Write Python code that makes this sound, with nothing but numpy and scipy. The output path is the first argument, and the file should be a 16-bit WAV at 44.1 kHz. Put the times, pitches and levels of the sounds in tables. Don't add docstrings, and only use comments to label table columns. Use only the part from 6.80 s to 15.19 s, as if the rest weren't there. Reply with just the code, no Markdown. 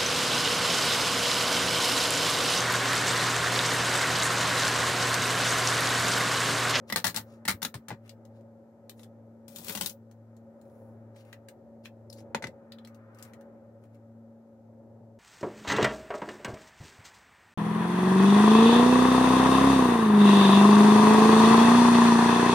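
import sys
import numpy as np
from scipy import signal
from scipy.fft import rfft, irfft, next_fast_len
from scipy.io import wavfile
from scipy.ndimage import uniform_filter1d, map_coordinates

SR = 44100
rng = np.random.default_rng(int(sys.argv[2]) if len(sys.argv) > 2 else 0)


def master_out(mix):
    frames = np.transpose(np.atleast_2d(mix))
    ceiling = np.clip(frames, -1, 1)
    pcm = np.round(ceiling * 32767).astype(np.int16)
    wavfile.write(sys.argv[1], SR, pcm)


N = 369979

# (time [s], crack level [dB], shell level [dB], skid [s], panel mode [Hz])
LID_SNAPS = [(.0991, -32, -36, .005, 1970), (.1231, -21.5, -27.5, .003, 2080),
             (.159, -15.5, -25, 0.022, 4108), (.2423, -13.5, -25, 0.02644, 1780),
             (.2675, -14.5, -31.5, .022, 4310), (.3436, -27, -42, .025, 1650),
             (.3605, -14.5, -40.5, .008, 3850), (.3704, -20, -35, .018, 895), (.6519, -29, -39, .005, 1860),
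             (.6774, -17, -31.5, .006, 4150), (.6824, -13, -24.5, .03, 2145),
             (.8184, -27, -40.5, 0.0045, 1506), (.827, -16.5, -34, .003, 3670),
             (.848, -19.5, -31.5, .007, 3950), (.9412, -31.5, -41, .015, 920),
             (1.0829, -31.5, -43, .012, 1744)]
TABLE_KNOCKS = [(1.1038, -41, -36.5, 0.0229, 865), (5.5462, -25.5, -25, 0.0018, 927),
                (5.6225, -36, -41.5, .012, 2183), (5.6396, -33, -33.5, 0.0053, 1820),
                (5.6679, -37.5, -46.5, .004, 2030)]
# (time [s], crack level [dB], shell level [dB])
SEAL_TEARS = [(2.6799, -38.5, -57.5), (2.7591, -29, -58.5), (2.7835, -33, -51), (2.844, -32.5, -53.5),
              (2.8814, -25.5, -41.5), (2.8944, -25, -33), (2.9494, -23, -34.5), (2.9731, -26.5, -36.5),
              (3.0098, -17, -29.5), (3.032, -29.5, -42.5), (3.059, -17, -46), (3.0943, -28.5, -65)]
# (time [s], level [dB])
PEEL_ENVELOPE = [(2.68, -55.5), (2.83, -50.5), (2.89, -39), (3.02, -43.5), (3.1, -50), (3.13, -68)]
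# (time [s], crack level [dB], shell level [dB], panel mode [Hz])
FINGER_TICKS = [(1.293, -43, -49, 4500), (1.451, -55.5, -66, 3850), (2.0943, -37, -47, 3700),
                (2.193, -53, -58, 3800), (2.2312, -47, -55, 3530), (3.3119, -55.5, -65.5, 1600),
                (3.5656, -58, -78.5, 5190), (3.8132, -57, -80.5, 1639), (4.5279, -47, -45, 2540),
                (4.6849, -42.5, -50.5, 1770), (5.0555, -47.5, -42.5, 2460), (5.2993, -49, -73, 5000),
                (5.3277, -42.5, -70.5, 4560), (5.92, -49, -45, 4140), (5.9846, -63.5, -53.5, 3580),
                (6.0476, -52, -52.5, 4230), (6.0728, -50.5, -56.5, 2250), (6.145, -55, -69.5, 3144),
                (6.346, -56.5, -76.5, 1830), (6.3858, -51, -65.5, 1790), (6.4246, -37.5, -54, 5400),
                (6.5339, -53, -52, 1840), (6.6094, -57.5, -61.5, 1730)]
# (time [s], level [dB], half-duration [s], resonance [Hz])
FINGER_RUBS = [(0.092, -57, 0.0122, 4500), (0.517, -71.5, 0.052, 5000), (1.262, -68, 0.024, 2200),
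               (1.565, -80, 0.0396, 4000), (2.209, -67, 0.0375, 8150), (3.977, -79.5, 0.16, 11500),
               (4.39, -65.5, .032, 4200), (4.489, -69.5, 0.0434, 2200), (5.051, -61, 0.01015, 3510),
               (5.385, -65, .022, 5500), (6.433, -63, .065, 1900), (7.039, -76, .026, 1318),
               (7.146, -78, 0.0206, 2200)]
# (time [s], level [dB], half-duration [s], start pitch [Hz], end pitch [Hz])
SQUEAK_GLIDES = [(2.82, -57, 0.019, 8200, 8300), (3.078, -57, 0.036, 9850, 10030),
                 (5.302, -45, 0.0021, 5305, 4775), (5.329, -47.5, 0.00293, 4163, 4720),
                 (5.386, -64.5, 0.027, 3265, 6800)]
# (time [s], level [dB], pitch [Hz])
TUB_JOLTS = [(.387, -39, 110), (.735, -39.5, 99.2), (.948, -38.5, 122), (1.109, -35, 120),
             (5.637, -35.5, 123.2), (8.189, -50.5, 126)]
# (time [s], level [dB])
RUSH_ENVELOPE = [(0, -67.5), (.5, -65.5), (1.7, -74), (3.4, -73), (4.4, -68.5), (5, -77), (6.4, -59.5),
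                 (6.9, -71.5), (8.39, -79.5)]

# (frequency [Hz], bandwidth [Hz], level [dB])
LID_MODES = [(495, 28, -0.5), (888, 56, 3.5), (1236, 40, -2), (1794, 65, -4), (1954, 37, -0.5),
             (2850, 28, -4), (3180, 42, -4), (4055, 170, -1), (5200, 140, -5)]
TUB_MODES = [(542.4, 100, -6.5), (895, 41, 5), (1036, 56, -6), (1465, 74, -2.5), (2024, 90, -7),
             (2505, 47.68, -6.5), (3590, 110, -5.5), (3980, 80, -10.5)]
RIM_MODES = [(4090, 65, -6.5), (6880, 51, -1), (7570, 200, -6), (8370, 300, -2.5), (9900, 120, -6),
             (11400, 180, -3.5)]
# (frequency [Hz], level [dB])
SNAP_RING = [(30, -44), (100, -20), (300, -12.5), (600, -4.5), (950, -3), (1300, -1.5), (2000, -1),
             (2500, -7), (3200, -5.5), (4400, -6.5), (5600, -9), (7500, -20)]
KNOCK_RING = [(100, -17), (300, -11), (550, 2), (950, 1), (1300, -3.5), (2000, 2), (2700, -10.5),
              (4200, -12.5), (7000, -61)]
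TICK_RING = [(200, -22.5), (800, -7.5), (1600, 0), (2400, 0), (3100, 0), (5000, -4), (8000, -20.5)]
TEAR_RING = [(30, -46), (150, 2.5), (400, -5.5), (1000, -2), (2200, -5.5), (4000, -4.5), (7000, -17)]
# (frequency [Hz], level [dB])
SNAP_CRACK = [(500, -31.5), (2200, -11.5), (4000, -1), (5300, -1.5), (7000, -4.5), (8700, -3),
              (11000, -5.5), (15500, -6)]
TEAR_CRACK = [(500, -26.5), (2200, -9.5), (3700, -2), (5300, -3), (7000, -3.5), (8300, -4), (11000, -5),
              (15500, -2.5)]
KNOCK_CRACK = [(500, -25.5), (2200, -3), (4000, 2), (5500, -1), (8000, -8.5), (11000, -14),
               (15500, -18.5)]
TICK_CRACK = [(800, -25.5), (2400, -13), (4000, -2), (6000, 0), (8500, -2.5), (11000, -5), (15500, -5.5)]
# (frequency [Hz], level [dB])
FLUTTER_SPECTRUM = [(25, -34), (70, -2.5), (130, -1.5), (240, -3), (400, -9), (900, -33.5), (3000, -71.5)]
SKIN_SPECTRUM = [(50, -41), (300, -15), (1200, 5), (4000, -3.5), (9000, -.5), (15500, -2.5)]
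RUSH_SPECTRUM = [(200, -31.5), (700, -8), (1200, 3), (1900, -7), (3000, -24.5), (8000, -59)]
FAN_SPECTRUM = [(25, -26), (65, -17.5), (88, 1.5), (125, 3.5), (150, -6), (200, 0), (260, -2.5), (330, 1),
                (490, -1), (555, 10), (620, -3.5), (900, -8.5), (1100, -22.5), (2000, -31), (3500, -55.5),
                (8000, -90.5)]
HISS_SPECTRUM = [(1500, -19.5), (2500, 2.5), (5000, 2.5), (7500, 3), (9500, -5), (12500, 4.5),
                 (15500, -17.5)]
# (frequency [Hz], level [dB])
HUM_TONES = [(227.8, -55.5), (284.5, -75), (559, -66)]
# (frequency [Hz], correlation [1])
FAN_COHERENCE = [(60, 0.75), (180, 0.93), (550, 0.91), (1650, 0.54), (4970, -0.05), (15000, 0.0)]
# (frequency [Hz], time to fall 60 dB [s])
ROOM_DECAY = [(100, .25), (250, .23), (530, 0.099), (1400, 0.11), (4000, 0.09), (10000, 0.087),
              (16000, 0.16)]


def lid():
    return clicks(LID_SNAPS, SNAP_CRACK, SNAP_RING, LID_MODES, panel_db=7, panel_q=9.3,
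                  crack_gain_db=10.5, shell_gain_db=25, wet_db=-2, pan_db=9,
                  t60=.022, rise_s=.002, grit=.4, chatter=1.4)


def seal(skid_s=.012, panel_hz=3200, breaks_per_s=2000, shell_db=-7, uneven_db=3):
    rows = [(*tear, skid_s, panel_hz * np.exp(.181 * rng.normal())) for tear in SEAL_TEARS]
    tears = clicks(rows, TEAR_CRACK, TEAR_RING, TUB_MODES, panel_db=8, panel_q=11,
                   crack_gain_db=11.5, shell_gain_db=20.5, wet_db=-.5, pan_db=12,
                   t60=.0189, rise_s=.00181, grit=.7, chatter=1.59)
    level_db = np.interp(np.arange(N) / SR, *np.transpose(PEEL_ENVELOPE), left=-120, right=-120)
    breaks = unit((rng.random(N) < breaks_per_s / SR) * rng.standard_normal(N))
    breaks *= amp(level_db + uneven_db * wobble(110))
    response = body(TEAR_CRACK, RIM_MODES) + amp(shell_db) * body(TEAR_RING, TUB_MODES)
    crackle = signal.fftconvolve(breaks, response)[:N]
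    return tears + amp(-7.5) * kitchen(crackle, pan_db=10.5, wet_db=1.5, lean_db=4)[:, :N]


def table_knocks():
    return clicks(TABLE_KNOCKS, KNOCK_CRACK, KNOCK_RING, TUB_MODES, panel_db=2, panel_q=5.9,
                  crack_gain_db=14, shell_gain_db=26, wet_db=-4, pan_db=5,
                  t60=.0202, rise_s=.00295, grit=.41, chatter=1)


def wall_flexes(wall_hz=202, grip_spread=.13, t60=.14, rise_s=.0037, rough=.82, delay_s=.0029):
    out, t = np.zeros(N), np.arange(SR // 4) / SR
    response = body(FLUTTER_SPECTRUM)
    rebounds = [(s + delay_s, -22 + .55 * shell_db, wall_hz * (1 + grip_spread * rng.normal()))
                for s, _, shell_db, *_ in [*LID_SNAPS, *SEAL_TEARS, *TABLE_KNOCKS]]
    for s, db, hz in [*rebounds, *TUB_JOLTS]:
        flutter = unit(signal.fftconvolve(rng.standard_normal(len(t)), response)[:len(t)])
        envelope = amp(db - 60 * t / t60) * (1 - np.exp(-t / rise_s))
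        add(out, s, envelope * (np.sqrt(2) * np.sin(2 * np.pi * hz * t) + rough * flutter))
    radiated = signal.sosfilt(signal.butter(4, 62, "highpass", fs=SR, output="sos"), out)
    return radiated * amp([[1], [-1]])


def finger_ticks(skid_s=.003, catch_hz=2200, spread_octaves=.3, lift_db=8, spread_db=2.5):
    rows = [(s, crack_db, shell_db, skid_s, hz) for s, crack_db, shell_db, hz in FINGER_TICKS]
    for s, db, half_s, _ in FINGER_RUBS:
        for when, size, pitch in rng.standard_normal((2, 3)):
            catch_db = db + lift_db + spread_db * size
            panel_hz = catch_hz * 2 ** (spread_octaves * pitch)
            rows.append((s + half_s * when / 2, catch_db, catch_db - 7, skid_s, panel_hz))
    return clicks(rows, TICK_CRACK, TICK_RING, LID_MODES, panel_db=9, panel_q=5,
                  crack_gain_db=13, shell_gain_db=20.5, wet_db=1, pan_db=11,
                  t60=.013, rise_s=.0016, grit=.31, chatter=1.6)


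def squeaks(rough=.097, overtone_db=-11):
    out = np.zeros(N)
    for s, db, half_s, start_hz, end_hz in SQUEAK_GLIDES:
        t = np.arange(-2 * half_s, 2 * half_s, 1 / SR)
        jitter = unit(uniform_filter1d(rng.standard_normal(len(t)), size=12))
        hz = np.linspace(start_hz, end_hz, len(t)) * (1 + rough * jitter)
        phase = 2 * np.pi * np.cumsum(hz) / SR
        tone = np.sin(phase) + amp(overtone_db) * np.sin(2 * phase)
        add(out, s + t[0], amp(db) * np.exp(-(t / half_s) ** 2) * tone)
    return kitchen(out, pan_db=8.5, wet_db=-4)[:, :N]


def finger_slides(resonance_db=12, relative_width=.92, grit=.91):
    out = np.zeros(N)
    for s, db, half_s, hz in FINGER_RUBS:
        t = np.arange(-3 * half_s, 3 * half_s, 1 / SR)
        noise, sizes = rng.standard_normal((2, len(t)))
        grains = unit(noise * np.exp(grit * np.clip(sizes, -3, 3)))
        swell = amp(db) * np.exp(-(t / half_s) ** 2)
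        response = body(SKIN_SPECTRUM, [(hz, relative_width * hz, resonance_db)])
        add(out, s + t[0], signal.fftconvolve(grains * swell, response))
    return kitchen(out, pan_db=5.5, wet_db=-2.5)[:, :N]


def refrigerator(motor_hz=111.12, motor_db=-59.5, beat_hz=1.04, beat_depth=.68, fan_db=-56.5):
    t = np.arange(N) / SR

    def tone(hz, db):
        level = np.sqrt(2) * amp(db + 2.18 * wobble(5))
        phase = 2 * np.pi * hz * t + .12 * hz / motor_hz * wobble(4)
        return level * np.exp(1j * phase)

    def mid_side_gains(hz):
        angle = np.arccos(np.clip(along(FAN_COHERENCE, hz), -1, 1)) / 2
        return amp(along(FAN_SPECTRUM, hz)) * [np.cos(angle), np.sin(angle)]

    beating = tone(motor_hz, motor_db) * (1 - beat_depth * np.exp(-2j * np.pi * beat_hz * t))
    hum = np.imag(beating + sum(tone(hz, db) for hz, db in HUM_TONES))
    mid, side = filtered(rng.standard_normal((2, N)), mid_side_gains)
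    fan = amp(fan_db + 2.2 * wobble(2.7)) * unit(np.array([mid + side, mid - side]))
    return (hum + fan) * amp([[.7], [-.7]])


def midrange_rush(gain_db=-3):
    level_db = np.interp(np.arange(N) / SR, *np.transpose(RUSH_ENVELOPE))
    noise = filtered(rng.standard_normal(N), lambda hz: amp(along(RUSH_SPECTRUM, hz)))
    return amp(level_db + gain_db) * unit(kitchen(noise, pan_db=.5, wet_db=1)[:, :N])


def hiss(level_db=-86):
    noise = filtered(rng.standard_normal((2, N)), lambda hz: amp(along(HISS_SPECTRUM, hz)))
    return amp(level_db) * unit(noise)


def clicks(rows, crack_spectrum, shell_spectrum, modes, panel_db, panel_q,
           crack_gain_db, shell_gain_db, wet_db, pan_db, t60, rise_s, grit, chatter, give_s=.0012):
    out = np.zeros((2, N))
    for s, crack_db, shell_db, skid_s, panel_hz in rows:
        slips = skid(skid_s)
        edge_mode = (rng.uniform(6000, 14000), 450, 2)
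        rim = body(crack_spectrum, [*RIM_MODES, edge_mode])
        crack = signal.fftconvolve(burst(slips, t60, rise_s, grit), rim[None], axes=1)
        kick = chatter * burst(slips, t60, rise_s, grit)
        for onset, gain in slips:
            add(kick, onset + give_s, np.array([gain]))
        shell = body(shell_spectrum, [*modes, (panel_hz, panel_hz / panel_q, panel_db)])
        ring = signal.fftconvolve(kick, shell[None], axes=1)
        strength = np.linalg.norm([gain for _, gain in slips])
        ring *= amp(shell_db + shell_gain_db) * strength / np.linalg.norm(ring[0])
        add(out, s, kitchen(amp(crack_db + crack_gain_db) * crack, pan_db, wet_db, lean_db=3))
        add(out, s, kitchen(ring, pan_db / 2, wet_db, lean_db=.76, lag_s=.00007))
    return out


def skid(skid_s, period_s=.0098, scatter=.07, fall_db=12, count=5):
    steps = np.arange(count)
    times = period_s * (steps + scatter * rng.standard_normal(count) * (steps > 0))
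    return list(zip(times, amp(-fall_db * times / max(skid_s, .001))))


def burst(slips, t60, rise_s, grit, width=.5455):
    t = np.arange(SR // 10) / SR
    mid, side = rng.standard_normal((2, len(t))) * np.exp(grit * rng.standard_normal(len(t)))
    fade = lambda age: amp(-60 * age / t60) * (1 - np.exp(-(age / rise_s) ** 2))
    envelope = np.sqrt(sum((gain * fade(np.maximum(t - s, 0))) ** 2 for s, gain in slips))
    noise = np.array([mid + width * side, mid - width * side]) * envelope
    return noise / np.linalg.norm(noise[0]) * np.linalg.norm([gain for _, gain in slips])


def body(spectrum, modes=(), size=4096):
    hz = np.fft.rfftfreq(size, 1 / SR)
    peaks = sum(amp(db) / (1 + (2 * (hz - centre) / width) ** 2) for centre, width, db in modes)
    cepstrum = irfft(np.log(amp(along(spectrum, hz)) * (1 + peaks)))
    cepstrum[1:size // 2] *= 2
    cepstrum[size // 2 + 1:] = 0
    response = irfft(np.exp(rfft(cepstrum)))
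    return response / np.linalg.norm(response)


def kitchen(x, pan_db, wet_db, lean_db=2, lag_s=.00018, build_s=.001, coherent_hz=1300):
    hz, t, field = signal.stft(rng.standard_normal((2, SR // 4)), SR, nperseg=256)
    coherence = 1 / (1 + (hz[:, None] / coherent_hz) ** 2)
    field[1] = coherence * field[0] + np.sqrt(1 - coherence ** 2) * field[1]
    decay = amp(-60 * t / along(ROOM_DECAY, hz)[:, None])
    tail = signal.istft(field * decay, SR, nperseg=256)[1]
    tail *= 1 - np.exp(-np.arange(tail.shape[1]) / SR / build_s)
    paths = amp(wet_db) * amp([[lean_db], [-lean_db]]) * tail / np.linalg.norm(tail[0])
    paths[0, 0] += amp(pan_db / 2)
    paths[1, round(lag_s * SR)] += amp(-pan_db / 2)
    return signal.fftconvolve(np.atleast_2d(x), paths, axes=1)


def amp(db):
    return 10 ** (np.asarray(db) / 20)


def unit(x):
    return x / np.sqrt(np.mean(x ** 2) + 1e-20)


def along(points, hz):
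    frequencies, values = np.transpose(points)
    return np.interp(np.log(hz + 1), np.log(frequencies + 1), values)


def wobble(rate):
    return map_coordinates(rng.standard_normal(int(N * rate / SR) + 4), [np.arange(N) * rate / SR])


def filtered(x, response):
    size = next_fast_len(N + SR // 2)
    return irfft(rfft(x, size) * response(np.fft.rfftfreq(size, 1 / SR)), size)[..., :N]


def add(track, s, sound):
    part = track[..., max(round(s * SR), 0):][..., :sound.shape[-1]]
    part += sound[..., :part.shape[-1]]


def scene():
    tub = lid() + seal() + finger_ticks() + finger_slides() + squeaks() + table_knocks() + wall_flexes()
    return tub + midrange_rush() + refrigerator() + hiss()


def record(dry):
    cutoff_hz = 15750
    return filtered(dry, lambda hz: 1 / np.sqrt(1 + (hz / cutoff_hz) ** 160))


dry = scene()
out = record(dry)
master_out(out)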